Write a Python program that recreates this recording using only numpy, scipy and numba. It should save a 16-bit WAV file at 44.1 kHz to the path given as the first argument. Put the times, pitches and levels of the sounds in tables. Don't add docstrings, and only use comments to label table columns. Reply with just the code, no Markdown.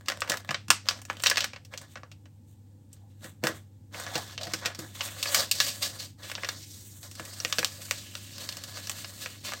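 import sys
import numpy as np
from scipy import signal
from scipy.fft import rfft, irfft
from scipy.io import wavfile
from scipy.ndimage import uniform_filter1d
from numba import njit

SR = 44100
rng = np.random.default_rng(int(sys.argv[2]) if len(sys.argv) > 2 else 0)


def inscribe(sig):
    pcm = np.round(np.clip(np.atleast_2d(sig).T, -1, 1) * 32767)
    wavfile.write(sys.argv[1], SR, pcm.astype(np.int16))


N = 423360
TIME = np.arange(N) / SR

# frequency in Hz, relative level in dB.
KITCHEN_COLOUR = [(25, -30), (55, -23.5), (80, -7.5), (150, -11.5), (175, -21.5), (215, -16), (300, -17),
                  (400, -38.5), (500, -25), (650, -43), (830, -32.5), (1100, -48), (2500, -49.5),
                  (16000, -47)]
KITCHEN_DB = -56.5
# time in seconds, level in dB.
HUM_LEVEL = [(0, -52.5), (1.2, -52), (1.9, -55.5), (3.9, -49.5), (9.6, -51)]
HUM_HZ = 99.2
# frequency in Hz, time to fall by 60 dB in seconds.
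ROOM_DECAY = [(150, 0.4), (600, 0.17), (2000, 0.23), (5000, 0.25), (15000, 0.1)]
# middle in seconds, length in seconds, resonance in Hz,
# level in dB before the swell.
BOARD_DRAGS = [(3.045, 0.16, 772, -68), (4.136, 0.11, 770, -47.5), (4.181, 0.063, 800, -38),
               (4.448, 0.18, 617, -43.5), (4.65, 0.062, 830, -54), (4.819, 0.1, 317, -48),
               (5.012, 0.044, 820, -38), (7.795, 0.04, 570, -47)]
# time in seconds, peak in dB, length of the push in ms.
BOARD_BUMPS = [(0.085, -36, 1.2), (0.297, -32, 2.2), (.492, -32.5, 5.15), (.685, -38.5, 5.2),
               (.703, -32, 1.3), (1.261, -48.5, 1.4), (3.247, -37.5, 2.07), (3.433, -28, 1),
               (3.441, -17, 0.89), (3.472, -25, 0.44), (3.496, -29, 2), (4.157, -23, 0.75),
               (4.471, -36, 2.1), (4.537, -28.5, 1.4), (4.657, -40, 2.3), (4.788, -32.5, 2.8),
               (7.199, -33.5, 1.5), (7.448, -29.5, 1.65), (7.586, -23, 0.8)]
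# frequency in Hz, relative level in dB.
BOARD_MODES = [(145, -9.5), (205, -7), (236, -9.5), (323, -2), (484, 4), (608, 0.5), (820, -12.5)]
# frequency in Hz, width in Hz, level in dB.
GLASS_MODES = [(565.8, 37, 16.5), (1180, 130, 1.5), (1698, 64, 8), (1993, 130, -15), (2780, 520, 2.5),
               (4600, 1700, 1)]
# time in seconds, panel resonance in Hz, level in dB,
# then body and edge in dB relative to that level.
CREASE_SNAPS = [(0.0595, 4030, -50.5, -9, -8), (.084, 4330, -26.5, -1.5, -7.5), (.1045, 825, -53, 11, -8),
                (0.1192, 2050, -39, 5, -13), (.2054, 7700, -43, -23, 3.5), (0.2193, 1260, -32.5, 5.5, -18),
                (.276, 2110, -48, 5, -11), (0.2972, 8750, -26, -9, -3), (0.3189, 1960, -31.5, 4, -7),
                (.3383, 1720, -46, 8.5, -10), (.371, 4390, -39.5, -4, -2), (.491, 2200, -37, 6.5, -17),
                (0.508, 1210, -34, 5.5, -11), (0.5443, 3570, -29.5, 0, -29), (0.7033, 8700, -15, -1, -3.5),
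                (0.8867, 4800, -19.5, -7.5, -14), (0.9092, 1200, -37, 2, -8), (1.0167, 8760, -52, -1.5, 4),
                (1.052, 6960, -49, -3.5, 0), (1.0997, 1120, -39, 10.5, -15), (1.222, 8150, -48, -18, 6.5),
                (1.2368, 9150, -26, -4, -4), (1.2601, 2200, -21, -2, -20),
                (1.2683, 4160, -18.5, -11.5, -10), (1.2995, 5160, -24, -9, -2),
                (1.3122, 1700, -28.5, 5.5, -22), (1.3711, 4230, -24, -2, -11),
                (1.3798, 2560, -26.5, -3, -14), (1.3891, 4130, -34, -3, -10), (1.4058, 3600, -26, -9, -13),
                (1.4421, 4300, -30, 0, -5), (1.5334, 2400, -46, 3.5, -18), (1.561, 4300, -46.5, 2.5, -22),
                (1.6494, 5380, -53, -10, -2.5), (1.7373, 2450, -45, 4.5, -10),
                (1.7758, 6500, -38.5, -13, -6.5), (1.8146, 8140, -54.5, 0.5, 4),
                (1.956, 1570, -47.5, 6, -28), (1.972, 1570, -52.5, 6, -23), (2.0333, 1130, -55.5, 9, -26),
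                (2.116, 2410, -50.5, -6, -10), (2.2561, 1734, -60, 0, -14.5), (2.9294, 8240, -59, -15.5, 9),
                (3.243, 1870, -50, 5, 2.5), (3.4383, 1650, -32, 2, -3.5), (3.4513, 1200, -44, 0, 4),
                (3.47, 1490, -28, 2.5, -5.5), (3.945, 3250, -47.5, 6.5, -13), (3.9986, 8150, -48, 6, 7.5),
                (4.0657, 714, -43, 4.5, -20), (4.1541, 4130, -28, -3.5, -10),
                (4.1789, 4200, -37.5, -10, -2), (4.3785, 3100, -34.5, -6, -22),
                (4.411, 4500, -39.5, -6, -15), (4.4323, 4430, -34.5, -13, -11),
                (4.4694, 4460, -42, -0.5, -7), (4.511, 2090, -54, 6, -14), (4.536, 4800, -28, -3.5, -6),
                (4.6507, 3360, -37.5, 1, -16), (4.658, 2080, -26, -3.5, -9), (4.748, 5140, -42, -5.5, -7),
                (4.7903, 4970, -41.5, -3.5, 2), (5.0075, 3120, -29.5, -2.5, -24),
                (5.076, 2490, -44, -1, -4), (5.2279, 4080, -26, -12.5, -5.5), (5.257, 2390, -36, 4, -8),
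                (5.3456, 4700, -21, -2, 0), (5.5131, 4400, -21, -17, -1), (5.6023, 3880, -18, -6.5, -10.5),
                (6.002, 4030, -43, -7, -7), (6.232, 3760, -48, -15, -13), (6.2984, 3280, -41.5, -2, -15),
                (6.3155, 2540, -39.5, 2.5, -3), (6.3525, 3650, -33.5, -9.5, -29),
                (6.3793, 1770, -57, 16, 0), (6.434, 1700, -39, 6.5, -22), (6.446, 2470, -34, -1, -14),
                (6.4882, 4380, -30, -3, -8.5), (7.1964, 2420, -48, 9, -5), (7.4017, 5370, -34, -12, -11),
                (7.449, 2520, -27.5, -1.5, -10.5), (7.5255, 2650, -25.5, -6, -11.5),
                (7.5846, 1620, -25.5, -2.5, -12), (7.5908, 4180, -28.5, -6, -3),
                (7.6292, 1710, -38.5, 8, -7), (7.6465, 4050, -23, -10.5, -6), (7.9106, 2320, -27, -0.5, -3),
                (8.153, 3860, -36.5, -5, -9), (8.3812, 5510, -42.5, -8, -3), (8.4902, 4640, -32, -10, -9),
                (8.525, 4760, -41, -11, -4), (8.569, 7700, -41.5, -5.5, -1), (8.6382, 4650, -39.5, -15, -3),
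                (8.7725, 4630, -43.5, -1, -7), (8.871, 5510, -38.5, -8, -4), (8.896, 7000, -34, -3.5, 0.5),
                (8.9152, 3620, -40, -10, 0), (9.0455, 4430, -39, -3, -18), (9.2596, 2180, -38, 2.5, -26),
                (9.5204, 1230, -42.5, 6.5, -5), (9.5356, 1254, -37.5, 2, -7)]
SNAP_BANDS = [(200, 450), (470, 850), (1080, 2550), (2500, 6200), (6600, 16000)]
SLIDING_BANDS = [(470, 2000), (2000, 3700), (3700, 6500), (6500, 16000)]
# start of the hold in seconds, hold in seconds, level in dB,
# then body and edge in dB relative to that level.
HAND_STROKES = [(0, .47, -67, 8, 2), (.095, 0.016, -42, 5, -4), (.27, 0.01, -54, 14, -2),
                (0.303, 0.028, -42.5, 4.5, -3), (.482, 0.051, -52.5, 3, -2), (0.869, 0.1, -50, -0.5, -8.5),
                (1.1, 0.14, -51, -3, -6), (1.22, 0.038, -46, -9, 0), (1.269, 0.022, -32.5, -15, -12),
                (1.33, .1, -40.5, -5, -15), (1.733, 0.011, -57, 7.5, -6), (1.82, 0.016, -57.5, 1, -8),
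                (1.89, 0.055, -66, -6, 0), (2.48, 0.058, -80, -6, 11.5), (2.93, .05, -72, -3.5, -5),
                (3.11, .1, -77, -6, 0.5), (3.241, .02, -53.5, 2.5, 2), (3.452, 0.034, -45, 7.5, -3),
                (3.56, .01, -56.5, 1, 2), (3.947, 0.17, -45.5, -0.5, -6), (4.152, .03, -42, 0.5, -5),
                (4.2, 0.13, -49, -5, -5), (4.42, 0.18, -49.5, -4, -4.5), (4.632, 0.054, -47.5, 7.5, -8),
                (4.794, 0.05, -50, -0.5, -5), (4.85, 0.086, -56.5, -8, -3), (4.958, 0.1, -46, -8, -2.5),
                (5.03, 0.047, -41.5, -8.5, -2), (5.1, 0.07, -51.5, -3.5, 1), (5.195, 0.074, -41, -11.5, -1),
                (5.29, 0.062, -36.5, -7, -2), (5.358, 0.048, -27, -6.5, -1.5),
                (5.55, .05, -39, -11.5, -3.5), (5.62, .07, -33.5, -12, -2.5), (5.72, 0.12, -48.5, -9, 5),
                (5.832, 0.028, -34.5, -8.5, 0.5), (5.94, 0.018, -47.5, -1.5, -0.5),
                (6.002, .045, -43.5, -12.5, -1.5), (6.202, .03, -59, 2.5, -3),
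                (6.246, 0.05, -44.5, -8.5, -4), (6.34, 0.21, -53, -1.5, -3), (7.044, 0.015, -48, -6, -1.5),
                (8.41, 0.036, -45.5, -9.5, -2), (8.76, 0.016, -47, -8, -2), (8.97, 0.042, -45.5, -20, -1),
                (9.219, 0.024, -43.5, -10, -2), (9.457, 0.036, -38, -11, -3)]
STROKE_ATTACK_S, STROKE_RELEASE_T60_S = 0.017, .2
STILL_DB = -89
# time in seconds, then levels of its hiss, body and treble
# in dB, before POUR_DB is added to all three.
POWDER_POUR = [(6.5, -50, -52, -51), (6.59, -45.5, -60, -50), (6.66, -46.5, -69, -49),
               (6.83, -50.5, -67, -47.5), (7.07, -58, -68, -54), (7.22, -49.5, -53, -50),
               (7.38, -47, -53, -46), (7.55, -50, -50.5, -46.5), (7.89, -47.5, -59.5, -46),
               (8.25, -46.5, -60, -48), (8.62, -47.5, -54, -49), (8.86, -45.5, -53, -48),
               (8.99, -49, -55.5, -47), (9.12, -50.5, -57.5, -48.5), (9.28, -47, -56, -46.5),
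               (9.5, -57, -71, -62.5), (9.6, -48, -50, -48)]
POUR_DB = -2.5
# start in seconds, scatter of grain sizes in dB, share of the glass's resonance, resonance of the bent
# sheet in Hz, flutter's time to fall by 60 dB in seconds, lower hiss in dB relative to the level, small creases
# in dB over the sliding.
HAND_ACTIONS = [(0, 6.5, 0.51, 3100, .03, -3, 6), (1.5, 3, .4, 3600, 0.046, -2.5, 3),
                (3.9, 3, 0.33, 3400, 0.053, -5.5, 6), (5.15, 2, 0.795, 4600, 0.042, -4.5, -9),
                (6.2, 1.5, .4, 3600, 0.031, -2.5, 1), (6.55, -1, 0.24, 5600, .045, -9, -11),
                (7.15, 0, 0.78, 4690, 0.022, -6, 6), (7.95, -1.5, 0.89, 2950, 0.023, -5, 0.5),
                (8.4, 2, 0.64, 4375, 0.03, -4, 3)]
ACTION_BLEND_S = 0.047


def undb(db):
    return 10 ** (np.asarray(db) / 20)


def unit(x):
    return x / np.sqrt(np.mean(x ** 2))


def curves(table):
    s, *columns = np.transpose(table)
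    return [np.interp(TIME, s, column) for column in columns]


def wander(rate_hz):
    return np.interp(TIME * rate_hz, np.arange(N // 100), rng.standard_normal(N // 100))


def fade(t, t60):
    return np.exp(-np.log(1000) * t / t60)


def band(x, edges, order=3):
    return signal.sosfilt(signal.butter(order, edges, "bandpass", fs=SR, output="sos"), x)


def resonate(x, hz, width_hz):
    return signal.lfilter(*signal.iirpeak(hz, hz / width_hz, fs=SR), x)


@njit
def glide(x, hz, q):
    y, b, low = np.empty(len(x)), 0., 0.
    for i in range(len(x)):
        g = np.tan(np.pi * hz[i] / SR)
        v = (b + g * (x[i] - low)) / (1 + g * (g + 1 / q))
        b, low, y[i] = 2 * v - b, low + 2 * g * v, v / q
    return y


def colour(x, points):
    hz, db = np.transpose(points)
    bins = np.maximum(np.fft.rfftfreq(len(x), 1 / SR), 1)
    gain = undb(np.interp(np.log(bins), np.log(hz), db))
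    return irfft(rfft(x) * gain, len(x))


def add(track, s, sound):
    start = int(s * SR)
    track[start:start + len(sound)] += sound[:N - start]


def kitchen(waver=0.33, flutter_db=1, octave_db=-17):
    phase = 2 * np.pi * HUM_HZ * TIME + waver * wander(21)
    tone = unit(np.sin(phase) + undb(octave_db) * np.sin(2 * phase))
    hum = tone * undb(curves(HUM_LEVEL)[0] + flutter_db * wander(4.5))
    return hum + undb(KITCHEN_DB) * unit(colour(rng.standard_normal(N), KITCHEN_COLOUR))


def room(x, early_db=-8.5, early_t60=0.061, late_db=-13):
    t = TIME[:SR // 12]
    echoes = rng.standard_normal(len(t)) * fade(t, early_t60) * (t > .002)
    reflections = unit(echoes) / np.sqrt(len(t))
    out = x + undb(early_db) * signal.fftconvolve(x, reflections)[:N]
    far = np.pad(x, (SR // 120, 0))[:N]
    edges = np.geomspace(140, 17000, 15)
    for lo, hi in zip(edges, edges[1:]):
        t60 = np.interp(np.sqrt(lo * hi), *np.transpose(ROOM_DECAY))
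        keep = fade(1 / SR, t60) ** 2
        energy = signal.lfilter([1 - keep], [1, -keep], band(far, (lo, hi)) ** 2)
        wash = unit(band(rng.standard_normal(N), (lo, hi)))
        out = out + undb(late_db) * np.sqrt(energy) * wash
    return out


def handling(moving, gain_db=-12, follow=0.38, rest_db=-46):
    rub = unit(band(rng.standard_normal(N), (140, 340)))
    return rub * undb(gain_db + rest_db + follow * (moving[0] - rest_db))


def drags(slips_per_s=400, q=4.3):
    out = np.zeros(N)
    t = TIME[:SR // 4]
    for (s, length, hz, db), chance in zip(BOARD_DRAGS, rng.random((len(BOARD_DRAGS), len(t)))):
        slips = (chance < slips_per_s / SR) * 1.
        swell = np.sin(np.pi * np.minimum(t / length, 1)) ** 2
        rung = resonate(resonate(slips, hz, hz / q), hz, hz / q)
        add(out, s - length / 2, undb(db) * swell * unit(rung))
    return out


def bumps(scuff_db=2, scuff_t60=0.028):
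    out = np.zeros(N)
    t = np.arange(SR // 4) / SR
    ring = sum(undb(db) * np.cos(2 * np.pi * hz * t) * fade(t, 26 / hz) for hz, db in BOARD_MODES)
    for (s, db, push_ms), noise in zip(BOARD_BUMPS, rng.standard_normal((len(BOARD_BUMPS), len(t)))):
        scuff = undb(scuff_db) * unit(band(noise, (130, 900))) * fade(t, scuff_t60)
        push = np.sin(np.pi * np.minimum(t * 1000 / push_ms, 1)) ** 2
        pushed = signal.fftconvolve(ring + scuff, push)[:len(t)]
        knock = band(pushed, (110, 3000), order=2)
        add(out, s, undb(db) * knock / np.abs(knock).max())
    return out


def glass(x):
    return sum(undb(db) * resonate(x, hz, width) for hz, width, db in GLASS_MODES)


def actions():
    s, *columns = np.transpose(HAND_ACTIONS)
    current = np.searchsorted(s[1:], TIME)
    return [uniform_filter1d(column[current], int(ACTION_BLEND_S * SR)) for column in columns]


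def stroke(t, hold_s):
    swell = np.exp(-(np.minimum(t, 0) / STROKE_ATTACK_S) ** 2)
    return swell * fade(np.maximum(t - hold_s, 0), STROKE_RELEASE_T60_S)


def movement():
    begins, ends = POWDER_POUR[0][0], POWDER_POUR[-1][0]
    pour = undb(np.array(curves(POWDER_POUR)) + POUR_DB) * stroke(TIME - begins, ends - begins)
    power = undb(STILL_DB) ** 2 + pour ** 2
    lead_s = .05
    for s, hold_s, db, body_db, edge_db in HAND_STROKES:
        start = max(s - lead_s, 0)
        shape = stroke(TIME[:SR] + start - s, hold_s)
        for track, rel in zip(power, [0, body_db, edge_db]):
            add(track, start, (undb(db + rel) * shape) ** 2)
    level, body, edge = 10 * np.log10(power)
    return level, body - level, edge - level


def ticks(count=15, start_s=7.0, end_s=7.9, tick_db=-40, scatter_db=2, tick_t60=0.054):
    out = np.zeros(N)
    t = TIME[:SR // 25]
    for k, (size, *noise) in enumerate(rng.standard_normal((count, len(t) + 1))):
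        s = start_s + (end_s - start_s) * (k + rng.random()) / count
        tick = unit(band(noise, (2200, 11000), order=1)) * fade(t, tick_t60)
        add(out, min(s, TIME[-1]), undb(tick_db + scatter_db * size) * tick)
    return out


def sliding(hands, moving, grains_per_s=1700, grain_t60=.005, tick=3, catch_db=2.0, catch_hz=70,
            flicker_db=1.85, sheet_db=-3, flex=0.039, hiss_db=-1):
    scatter_db, glass_share, sheet_hz, _, lower_db, _ = hands
    db, body_db, edge_db = moving
    sizes = undb(scatter_db * np.minimum(rng.exponential(size=N), 6.5))
    grains = sizes * rng.choice([-1, 1], N) * (rng.random(N) < grains_per_s / SR)
    shiver_power = signal.fftconvolve(grains ** 2, fade(TIME[:SR // 30], grain_t60) ** 2)[:N]
    shiver = np.sqrt(np.abs(shiver_power))
    x = unit(tick * unit(grains) + 3 * unit(shiver * rng.standard_normal(N)))
    x = x + .4 * rng.standard_normal(N)
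    x = x / np.sqrt(uniform_filter1d(x ** 2, SR // 12))
    x = x * undb(catch_db * wander(catch_hz))
    x = x + undb(sheet_db) * glide(x, sheet_hz * np.exp(flex * wander(9)), 9.0)
    x = (x + glass_share * glass(x)) / np.sqrt(1 + glass_share ** 2)
    bands_db = [body_db, lower_db, hiss_db, edge_db]
    tone = sum(undb(rel + flicker_db * wander(25)) * unit(band(x, edges))
               for edges, rel in zip(SLIDING_BANDS, bands_db))
    return undb(db) * tone


def crinkles(hands, moving, count=1100, peak_db=-1, scatter_db=3, cycles=16):
    out = np.zeros(N)
    t = TIME[:SR // 40]
    level_db = moving[0] + hands[-1]
    for when, pitch, size, partner in rng.random((count, 4)):
        i = int(when * (N - 1))
        hz = 1100 * 7 ** pitch
        ring = (np.sin(2 * np.pi * hz * t) + np.sin(2 * np.pi * hz * (1 + partner) * t)) / 2
        db = level_db[i] + peak_db + scatter_db * min(-np.log(1 - size), 2)
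        add(out, i / SR, undb(db) * ring * fade(t, cycles / hz))
    return out


def snaps(hands, crack_t60=0.00033, crack_db=11, panel_db=1, glass_db=-4, hollow_db=-8, thud_db=-13,
          harden=0.28, soft_db=-40, faint_copy_db=-30, faint_copy_lead_s=0.015):
    out = np.zeros(N)
    t = np.arange(SR // 12) / SR
    _, glass_share, _, flutter_t60, _, _ = hands
    attack = SR // 100
    noises = rng.standard_normal((len(CREASE_SNAPS), len(t)))
    for (s, hz, db, body_db, edge_db), noise in zip(CREASE_SNAPS, noises):
        i = int(s * SR)
        burst = noise * (undb(crack_db) * fade(t, crack_t60) + fade(t, flutter_t60[i]))
        burst = burst + undb(panel_db) * resonate(burst, hz, hz / 3.5)
        burst = burst + glass_share[i] * undb(glass_db) * glass(burst)
        low_db = body_db + hollow_db - harden * (db - soft_db)
        bands_db = [low_db + thud_db, low_db, body_db, 0, edge_db]
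        sound = sum(undb(rel) * unit(band(burst, edges)) for edges, rel in zip(SNAP_BANDS, bands_db))
        sound = undb(db) * np.sqrt(attack / len(t)) * sound
        add(out, s, sound)
        add(out, s - faint_copy_lead_s * (.5 + rng.random()), undb(faint_copy_db) * sound)
    return out


def scene():
    hands, moving = actions(), movement()
    board = bumps() + drags()
    wrappers = snaps(hands) + crinkles(hands, moving) + sliding(hands, moving) + ticks()
    return (room(wrappers + board) + handling(moving) + kitchen())[None]


def record(dry):
    presence_db, shelf_db, top_db, top_hz = 2.5, -6, -3.5, 15950
    corners_hz = [100, 6000, 8500, 9400, 11500, 12800, 15500]
    response = list(zip(corners_hz, [0, 0, presence_db, shelf_db, shelf_db, top_db, top_db]))
    rounded = np.tanh(colour(dry[0], response))
    low_pass = signal.ellip(10, .2, 70, top_hz, fs=SR, output="sos")
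    return signal.sosfilt(low_pass, rounded)[None]


dry = scene()
out = record(dry)
inscribe(out)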